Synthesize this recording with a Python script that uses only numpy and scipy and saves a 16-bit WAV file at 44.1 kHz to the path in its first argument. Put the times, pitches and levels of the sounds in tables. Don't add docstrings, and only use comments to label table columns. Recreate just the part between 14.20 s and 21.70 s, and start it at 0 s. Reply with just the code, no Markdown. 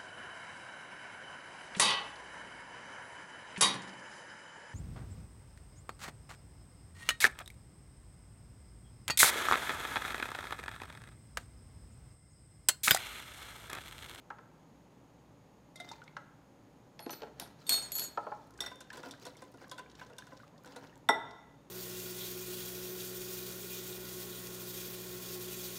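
import sys
import numpy as np
from scipy import signal
from scipy.fft import rfft, irfft
from scipy.io import wavfile

SR = 44100
rng = np.random.default_rng(int(sys.argv[2]) if len(sys.argv) > 2 else 0)


def waveform_to_disk(signal):
    frames = np.transpose(np.atleast_2d(signal))
    scaled = np.clip(frames, -1, 1) * 32767
    samples = np.round(scaled).astype(np.int16)
    wavfile.write(sys.argv[1], SR, samples)


N = 330750

# pitch in Hz, relative level in dB, time to fall by 60 dB in seconds (shortened for scrapes).
BODY = [(226, -26, 0.11), (277.5, -8.5, 0.12), (334, -11, 0.17), (410.6, -8, 0.21), (454.2, -6.5, 0.12),
        (510, -9.5, 0.11), (590, -2.5, 0.1), (657, -4, 0.081), (714, -6, 0.11), (836.5, 3, 0.069),
        (937, -1, 0.07), (1051.6, -2, 0.07), (1357, 9, 0.023), (1580, 5.5, 0.02)]
STIRRING = (4.3, 6.8)


def amp(db):
    return 10 ** (np.asarray(db) / 20)


def rms_one(x):
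    return x / np.sqrt(np.mean(x ** 2) + 1e-20)


def shaped(x, spectrum):
    hz, db = np.transpose(spectrum)
    grid = np.maximum(np.arange(N // 2 + 1) * SR / N, 1)
    gain = amp(np.interp(np.log(grid), np.log(hz), db))
    return irfft(rfft(x) * gain, N)


def band(x, low_hz, high_hz):
    return signal.sosfilt(signal.butter(2, [low_hz, high_hz], "band", fs=SR, output="sos"), x)


def low_pass(x, cutoff_hz):
    return signal.sosfilt(signal.butter(2, cutoff_hz, fs=SR, output="sos"), x)


def clicks(times, gains):
    out = np.full(N, 1e-18)
    np.add.at(out, np.round(np.asarray(times) * SR).astype(int), gains)
    return out


def ring(x, hz, t60):
    decay = amp(-60 / (t60 * SR))
    turn = 2 * np.pi * hz / SR
    return signal.lfilter([0, np.sin(turn)], [1, -2 * decay * np.cos(turn), decay * decay], x)


def strike(times, level_db, modes, spread_db, focus_hz=None, focus_db=0):
    hz, db, t60 = np.transpose(modes)
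    chance = rng.standard_normal((len(times), len(modes), 2))
    levels = np.add.outer(level_db, db) + spread_db * chance[..., 0]
    if focus_hz is not None:
        octaves_away = abs(np.log2(np.divide.outer(focus_hz, hz)))
        levels -= focus_db * octaves_away
    gains = amp(levels) * np.sign(chance[..., 1])
    return sum(ring(clicks(times, gains[:, k]), hz[k], t60[k]) for k in range(len(hz)))


def tick(times, level_db, centres_hz, t60, octaves, rise_s):
    out, t = np.zeros(N), np.arange(SR // 5) / SR
    shape = amp(-60 * t / t60) * np.minimum(t / rise_s, 1)
    noises = rng.standard_normal((len(times), len(t)))
    for s, db, hz, noise in zip(times, level_db, centres_hz, noises):
        burst = band(noise, hz / 2 ** octaves, min(hz * 2 ** octaves, 18000))
        i = round(s * SR)
        out[i:i + len(t)] += amp(db) * shape * rms_one(burst)
    return out


def clink(times, level_db, cycles, skid_s, count, tilt_db):
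    out, t = np.zeros(N), np.arange(SR // 8) / SR
    chance = rng.random((len(times), 3, count, 1))
    for s, db, (where, size, late) in zip(times, level_db, chance):
        hz = 3200 * 4.14 ** where
        age = np.maximum(t - skid_s * late, 0)
        tone_db = -12 * size - 17.7 * late + tilt_db * np.log2(hz / 4000)
        tones = amp(tone_db - 60 * age * hz / cycles) * np.sin(2 * np.pi * hz * age)
        i = round(s * SR)
        out[i:i + len(t)] += amp(db) * tones.sum(axis=0)
    return out


def contact(times, level_db):
    crack = tick(times, level_db - 11.5, np.full(len(times), 6500), 0.039, octaves=0.62, rise_s=0.0013)
    return crack + clink(times, level_db - 8.5, cycles=71, skid_s=0.03, count=40, tilt_db=-9)


def glass(times, low_db, high_db, damping, spread_db):
    # pitch in Hz, relative level in dB, time to fall by 60 dB in seconds before damping.
    low_tones = [(1976, 0, .2), (2030, -10, .25), (2105, -17, .2)]
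    high_tones = [(3545, -7, .12), (3600, -6, .22), (3650, -7, .18), (5556, -7, .13), (5590, -9, .11),
                  (7730, -17, .16), (8048, -16, .08), (8742, -21, .12), (9695, -18, .16), (11530, -20, .1),
                  (12890, -18, .06)]
    out = 0
    for db, tones in [(low_db, low_tones), (high_db, high_tones)]:
        out = out + strike(times, db + 1.5, np.array(tones) / [1, 1, damping], spread_db)
    return out


def thump(times, level_db, centres_hz, focus_db):
    landing_s, blunt_hz = 0.00638, 2520
    puff = tick(times, level_db + 4.5, centres_hz, 0.057, octaves=0.45, rise_s=0.0058)
    contacts = (times[:, None] + landing_s * rng.random((len(times), 3))).ravel()
    tones = strike(contacts, np.repeat(level_db - 4.5, 3), BODY, 1.8, np.repeat(centres_hz, 3), focus_db)
    return low_pass(puff + tones, blunt_hz)


def dressing_taps():
    # start in seconds, sharpness in dB, weight in dB,
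    # pitch near which the body is strongest in Hz.
    taps = [(4.5132, -50, -54, 930), (4.6053, -35.5, -59.5, 1390), (4.7293, -39, -56, 1480),
            (4.7712, -38.5, -51.5, 537), (4.8315, -46, -52, 950), (4.856, -52, -50, 280),
            (4.862, -60, -62, 718), (4.8858, -48, -59, 280), (4.9102, -35.5, -60, 264),
            (5.0524, -35.5, -53.5, 543), (5.0644, -37, -50, 536), (5.168, -46, -68, 280),
            (5.22, -44, -53.5, 550), (5.34, -53, -53.5, 280), (5.414, -56, -58, 498),
            (5.5134, -33.5, -51, 900), (5.5796, -40.5, -53.5, 1530), (5.5905, -42, -52, 1020),
            (5.811, -58, -53.5, 1380), (5.899, -57, -57, 486), (5.9832, -34.5, -57, 1580),
            (6.0684, -49, -63.5, 1330), (6.1192, -69, -53.5, 495), (6.4612, -49.5, -54, 350),
            (6.561, -39, -49.5, 490)]
    # middle pitch in Hz, relative level in dB,
    # time to fall by 60 dB in seconds.
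    wires = [(280, 2.5, 0.38), (503, 6, 0.14), (718, -1, .1), (979, 9, 0.11), (1480, 14, 0.043),
             (2740, 5, 0.045)]
    wire_wander = 0.034
    s, sharp_db, weight_db, body_hz = np.transpose(taps)
    out = glass(s, weight_db - 8, sharp_db - 12, damping=6.0, spread_db=4.0)
    loads = rng.integers(0, 3, len(s))
    for load in range(3):
        these = loads == load
        loaded = np.array(wires) * [1 + wire_wander * (load - 1), 1, 1]
        out += strike(s[these] + 0.00414, weight_db[these] - 0.5, loaded, spread_db=0.0,
                      focus_hz=body_hz[these], focus_db=6.5)
    out += tick(s, weight_db - 0.5, body_hz, 0.096, octaves=1.0, rise_s=0.0017)
    return out + contact(s, sharp_db)


def rim_hits():
    # start in seconds, clink level in dB, low glass level in dB, high glass level in dB,
    # body level in dB, pitch near which the body is strongest in Hz. All levels are relative.
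    hits = [(4.4054, -26.5, -51, -33, -53.5, 1440), (4.4174, -47, -69, -44, -56, 880),
            (4.4624, -40, -50, -40.5, -50.5, 1460), (6.8885, -25.5, -23, -26, -25.5, 806)]
    s, clink_db, low_db, high_db, body_db, body_hz = np.transpose(hits)
    out = glass(s, low_db, high_db, damping=1.6, spread_db=2.0)
    out += thump(s, body_db + 3.0, body_hz, focus_db=4.5)
    return out + contact(s, clink_db)


def scrape(per_s, size_db, cycles):
    # start in seconds, time held in seconds, scrape level in dB, low part in dB.
    drags = [(1.6, 0.14, -66, -61.5), (2.8, 0.11, -72, -61.5), (2.918, 0.0033, -54, -60),
             (3.03, 0.02, -93, -56.5), (3.211, 0.0032, -58, -49.5), (3.41, 0.073, -65.5, -67),
             (3.506, 0.066, -46.5, -49.5), (3.63, 0.2, -67, -62), (3.778, 0.065, -55.5, -56.5),
             (4.031, 0.21, -72.5, -82), (4.422, 0.006, -51, -49), (4.746, 0.0035, -56, -50),
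             (4.859, 0.0043, -58.5, -53.5), (5.02, 0.045, -60, -63), (5.2, 0.026, -66.5, -66),
             (5.4, 0.017, -65, -57.5), (5.796, 0.0058, -60.5, -56), (6.0, 0.24, -72, -72),
             (6.469, 0.18, -67, -58.5)]
    # frequency in Hz, relative strength in dB.
    grit_colour = [(710, -70), (1200, 8.5), (1470, -0.5), (2530, 2.5), (3550, 6), (4000, 10), (5350, 10.5),
                   (11100, -1.5), (16000, 5)]
    bite_db_per_s, fade_db_per_s = 600, 173
    clumps = amp(5 * rms_one(band(rng.standard_normal(N), 8, 40)))
    happens = rng.random(N) < per_s * clumps / SR
    slips = happens * amp(size_db * np.minimum(rng.exponential(1, N), 4))
    slips = slips * rng.choice([-1, 1], N) + 1e-18
    pitches, dealt = np.geomspace(1400, 14000, 16), rng.integers(0, 16, N)
    grains = sum(ring(slips * (dealt == k) + 1e-18, hz, cycles / hz) for k, hz in enumerate(pitches))
    grit = rms_one(shaped(rms_one(grains) + 0.34 * rng.standard_normal(N), grit_colour))
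    low = rms_one(sum(amp(db) * ring(slips, hz, 0.2 * t60) for hz, db, t60 in BODY))
    t, out = np.arange(N) / SR, 0
    for s, held_s, grit_db, low_db in drags:
        swell_db = -bite_db_per_s * np.maximum(s - t, 0)
        fade_db = -fade_db_per_s * np.maximum(t - s - held_s, 0)
        out = out + amp(swell_db + fade_db) * (amp(grit_db) * grit + amp(low_db) * low)
    return out


def pops():
    # start in seconds, relative level in dB, starting pitch in Hz.
    loud = [(1.714, -36.5, 835), (1.737, -52, 2330), (1.8177, -41.5, 1366), (1.878, -42.5, 2100),
            (4.389, -43, 1480), (4.4385, -37, 1435), (4.703, -36, 1610), (4.937, -43.5, 1465),
            (5.442, -44, 1540), (6.0215, -42.5, 1563), (6.2, -46, 1414), (6.233, -47.5, 1146),
            (6.445, -47, 1390)]
    faint_count, faint_db, faint_hz = 90, -64, 1000
    pop_cycles = 50
    out, t = np.zeros(N), np.arange(SR // 8) / SR
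    when, size, pitch = rng.random((faint_count, 3)).T
    faint_s = STIRRING[0] + when * np.ptp(STIRRING)
    faint = zip(faint_s, faint_db + 12 * size, faint_hz * 2 ** (3.4 * pitch - 1.7))
    for s, level_db, hz in [*loud, *faint]:
        i = round(s * SR)
        phase = 2 * np.pi * hz * t * (1 + 6.3 * t)
        shape = amp(level_db - 60 * t * hz / pop_cycles) * np.minimum(t / 0.0011, 1)
        out[i:i + len(t)] += shape * np.sin(phase)
    s, level_db, hz = np.transpose(loud)
    return out + tick(s, level_db - 4.0, hz, 0.014, octaves=0.75, rise_s=0.0016)


def snaps():
    # start in seconds, relative level in dB, centre in Hz.
    loud = [(1.7147, -36, 4400), (1.7267, -49, 4490), (1.7594, -59, 5400), (1.8377, -49.5, 5400),
            (1.966, -43, 4450), (4.269, -57.5, 8500), (4.337, -53, 5630), (4.375, -47, 5700),
            (4.6399, -57, 4430), (4.701, -42, 4500), (4.974, -54, 4270), (5.032, -59, 4580),
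            (5.316, -55, 10300), (5.4946, -44, 5450), (5.697, -48, 4300), (5.7144, -47, 4230),
            (5.751, -43, 4500), (5.794, -45.5, 4700), (5.8636, -49, 4960), (6.133, -56, 5160),
            (6.1674, -47, 4210), (6.3776, -52.5, 4720), (6.5201, -44.5, 4300), (6.6683, -48, 4300),
            (7.1076, -46, 4520)]
    faint_count, faint_db, faint_hz = 24, -56, 5000
    s, level_db, hz = np.transpose(loud)
    out = tick(s, level_db - 6, hz, 0.029, octaves=0.48, rise_s=0.0026)
    when, size, pitch = rng.random((faint_count, 3)).T
    faint_s = STIRRING[0] + when * np.ptp(STIRRING)
    centres_hz = faint_hz * 2 ** (1.6 * pitch - 0.8)
    return out + tick(faint_s, faint_db + 10 * size, centres_hz, 0.0062, octaves=1.0, rise_s=0.00072)


def spoons():
    # start in seconds, tick level in dB, ringing level in dB, both relative.
    jingle = [(2.7918, -59, -46.5), (2.802, -56, -36), (2.9046, -40.5, -33.5), (2.934, -61, -44),
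              (3.1977, -26.5, -30), (3.2073, -66, -57), (3.467, -46, -40.5), (3.493, -12, -21.5),
              (3.523, -28.5, -27), (3.6233, -38, -34), (3.7187, -30.5, -31.5), (3.753, -34, -25),
              (3.7853, -28, -32.5), (3.7947, -22, -32), (3.8258, -43, -29.5)]
    # pitch in Hz, relative level in dB, time to fall by 60 dB in seconds.
    spoon_tones = [
        [(5324, -9, .1), (9475, -4, .25), (11320, 0, .12), (13860, -8, .09)],
        [(5230, -9, .1), (6013, 0, .1), (9195, -9, .15), (11280, -2, .15), (13700, -2, .16), (13880, -3, .16)],
        [(3655, -7, .25), (8489, 0, .5), (11930, -6, .15), (14160, -14, .25)],
        [(11575, 0, .13), (11935, -1, .13), (13120, -9, .15), (14165, -9, .15)],
        [(6745, 0, .18), (7660, -5, .15), (9850, -8, .25)],
        [(4334, -2, .24), (4441, -6, .22)],
    ]
    regrip_s = (2.88, 3.1, 3.3, 3.51, 3.7)
    # level in dB of each of the six sets, in the order above.
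    free_db = [(-1.5, -30, -42.5, -40, -29.5, -6), (-29, 3, -42.5, -40, -38, -2),
               (-5.5, -22, -29.5, -10, -36.5, -24.5), (-27, -24, 8.5, -2, -2, 5),
               (-27.5, -27, -9.5, -20, -1, 2), (-31, -28, -11, 6.5, 3, 1)]
    rests_s = (3.67, 3.87)
    rest_db_per_s = 300
    chatter_s, chatter_db = 0.035, -5.5
    s, tick_db, ring_db = np.transpose(jingle)
    phase = np.searchsorted(regrip_s, s)
    levels = np.repeat(ring_db + np.transpose(free_db)[:, phase], 4, axis=1)
    later = np.tile([0, 1, 1, 1], len(s))
    touches = np.repeat(s, 4) + chatter_s * later * rng.random(len(later))
    levels = levels + chatter_db * later
    until = np.repeat(np.searchsorted(rests_s, s), 4)
    rings = 0
    for k, rest_s in enumerate(rests_s):
        now = until == k
        free = sum(strike(touches[now], db[now] - 17.0, tones, spread_db=4.0)
                   for db, tones in zip(levels, spoon_tones))
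        rings = rings + free * amp(-rest_db_per_s * np.maximum(np.arange(N) / SR - rest_s, 0))
    crack = tick(s, tick_db + 3.5, np.full(len(s), 4800), 0.0089, octaves=1.6, rise_s=0.002)
    skid = clink(s, tick_db - 19.5, cycles=90, skid_s=0.07, count=200, tilt_db=-5.0)
    return rings + crack + skid


def knocks():
    # start in seconds, thump level in dB, pitch near which it is strongest in Hz,
    # tick level in dB. Levels are relative.
    blows = [(0.102, -38.5, 1230, -50.5), (0.185, -48, 1200, -56.5), (1.966, -37.5, 1380, -45),
             (2.792, -44.5, 810, -38), (2.862, -33.5, 354, -43.5), (2.894, -39.5, 820, -38.5),
             (3.019, -35, 400, -40.5), (3.032, -36, 490, -46), (3.973, -26.5, 870, -42),
             (4.067, -32.5, 690, -64), (4.117, -33, 854, -70)]
    s, level_db, hz, tick_db = np.transpose(blows)
    edge = tick(s, tick_db, np.full(len(s), 3000), 0.018, octaves=0.8, rise_s=0.0014)
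    return thump(s, level_db - 5.5, hz, focus_db=9) + band(edge, 800, 6010)


def spoon_taps():
    # start in seconds, clink level in dB, low ring in dB, high ring in dB, all relative.
    taps = [(1.5574, -38, -60.5, -51.5), (1.6008, -37.5, -48.5, -51), (1.6896, -43, -59, -49.5)]
    # pitch in Hz, relative level in dB, time to fall by 60 dB in seconds.
    tapped_tones = [
        [(618, -1, 0.11), (715, 0.5, 0.28), (1390, -2, 0.095), (2070, 3, 0.12)],
        [(3600, -14, 0.3), (3640, -5.5, 0.25), (3710, -1.5, 0.092), (5670, -18, 0.17)],
    ]
    s, clink_db, *levels = np.transpose(taps)
    rings = sum(strike(s, db, tones, spread_db=4.0) for db, tones in zip(levels, tapped_tones))
    return contact(s, clink_db) + rings


def room(x):
    t60_s, level_db, dull_hz = 0.82, -11.5, 3630
    t = np.arange(SR) / SR
    noise = rng.standard_normal((2, SR))
    dull = low_pass(noise[0], dull_hz) * amp(-60 * t / t60_s)
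    bright = 1.26 * noise[1] * amp(-60 * t / (0.34 * t60_s))
    tail = (dull + bright) * np.clip((t - 0.003) / 0.0014, 0, 1)
    return amp(level_db) * signal.fftconvolve(x, tail / np.sqrt(np.sum(tail ** 2)))[:N]


def air():
    # frequency in Hz, relative strength in dB.
    air_colour = [(13, -95), (22, -42), (48, -40), (81, -29.5), (110, -2), (281, -6), (381, -11),
                  (593, -9.5), (663, -16), (805, -11.5), (1480, -23.5), (5440, -35), (6600, -38.5),
                  (15100, -43.5), (16500, -62)]
    # pitch in Hz, width in Hz, average (rms) level in dB.
    hum = [(62.5, 2.5, -73.5), (119.8, 7, -72.5), (155.4, 2.3, -70.5), (281.7, 7.5, -71.5),
           (6640, 330, -83)]
    out = amp(-61) * rms_one(shaped(rng.standard_normal(N), air_colour))
    for hz, width_hz, db in hum:
        t60 = np.log(1000) / np.pi / width_hz
        out = out + amp(db) * rms_one(ring(rng.standard_normal(N), hz, t60))
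    return out


def scene():
    near = dressing_taps() + rim_hits() + scrape(per_s=1500, size_db=3.0, cycles=34.0)
    near = near + pops() + snaps() + spoons() + knocks() + spoon_taps()
    near = signal.sosfilt(signal.butter(2, 170, "high", fs=SR, output="sos"), near)
    return (near + room(near) + air())[None]


def record(dry):
    return signal.sosfilt(signal.cheby2(12, 60, 16600, fs=SR, output="sos"), dry)


dry = scene()
out = record(dry)
waveform_to_disk(out)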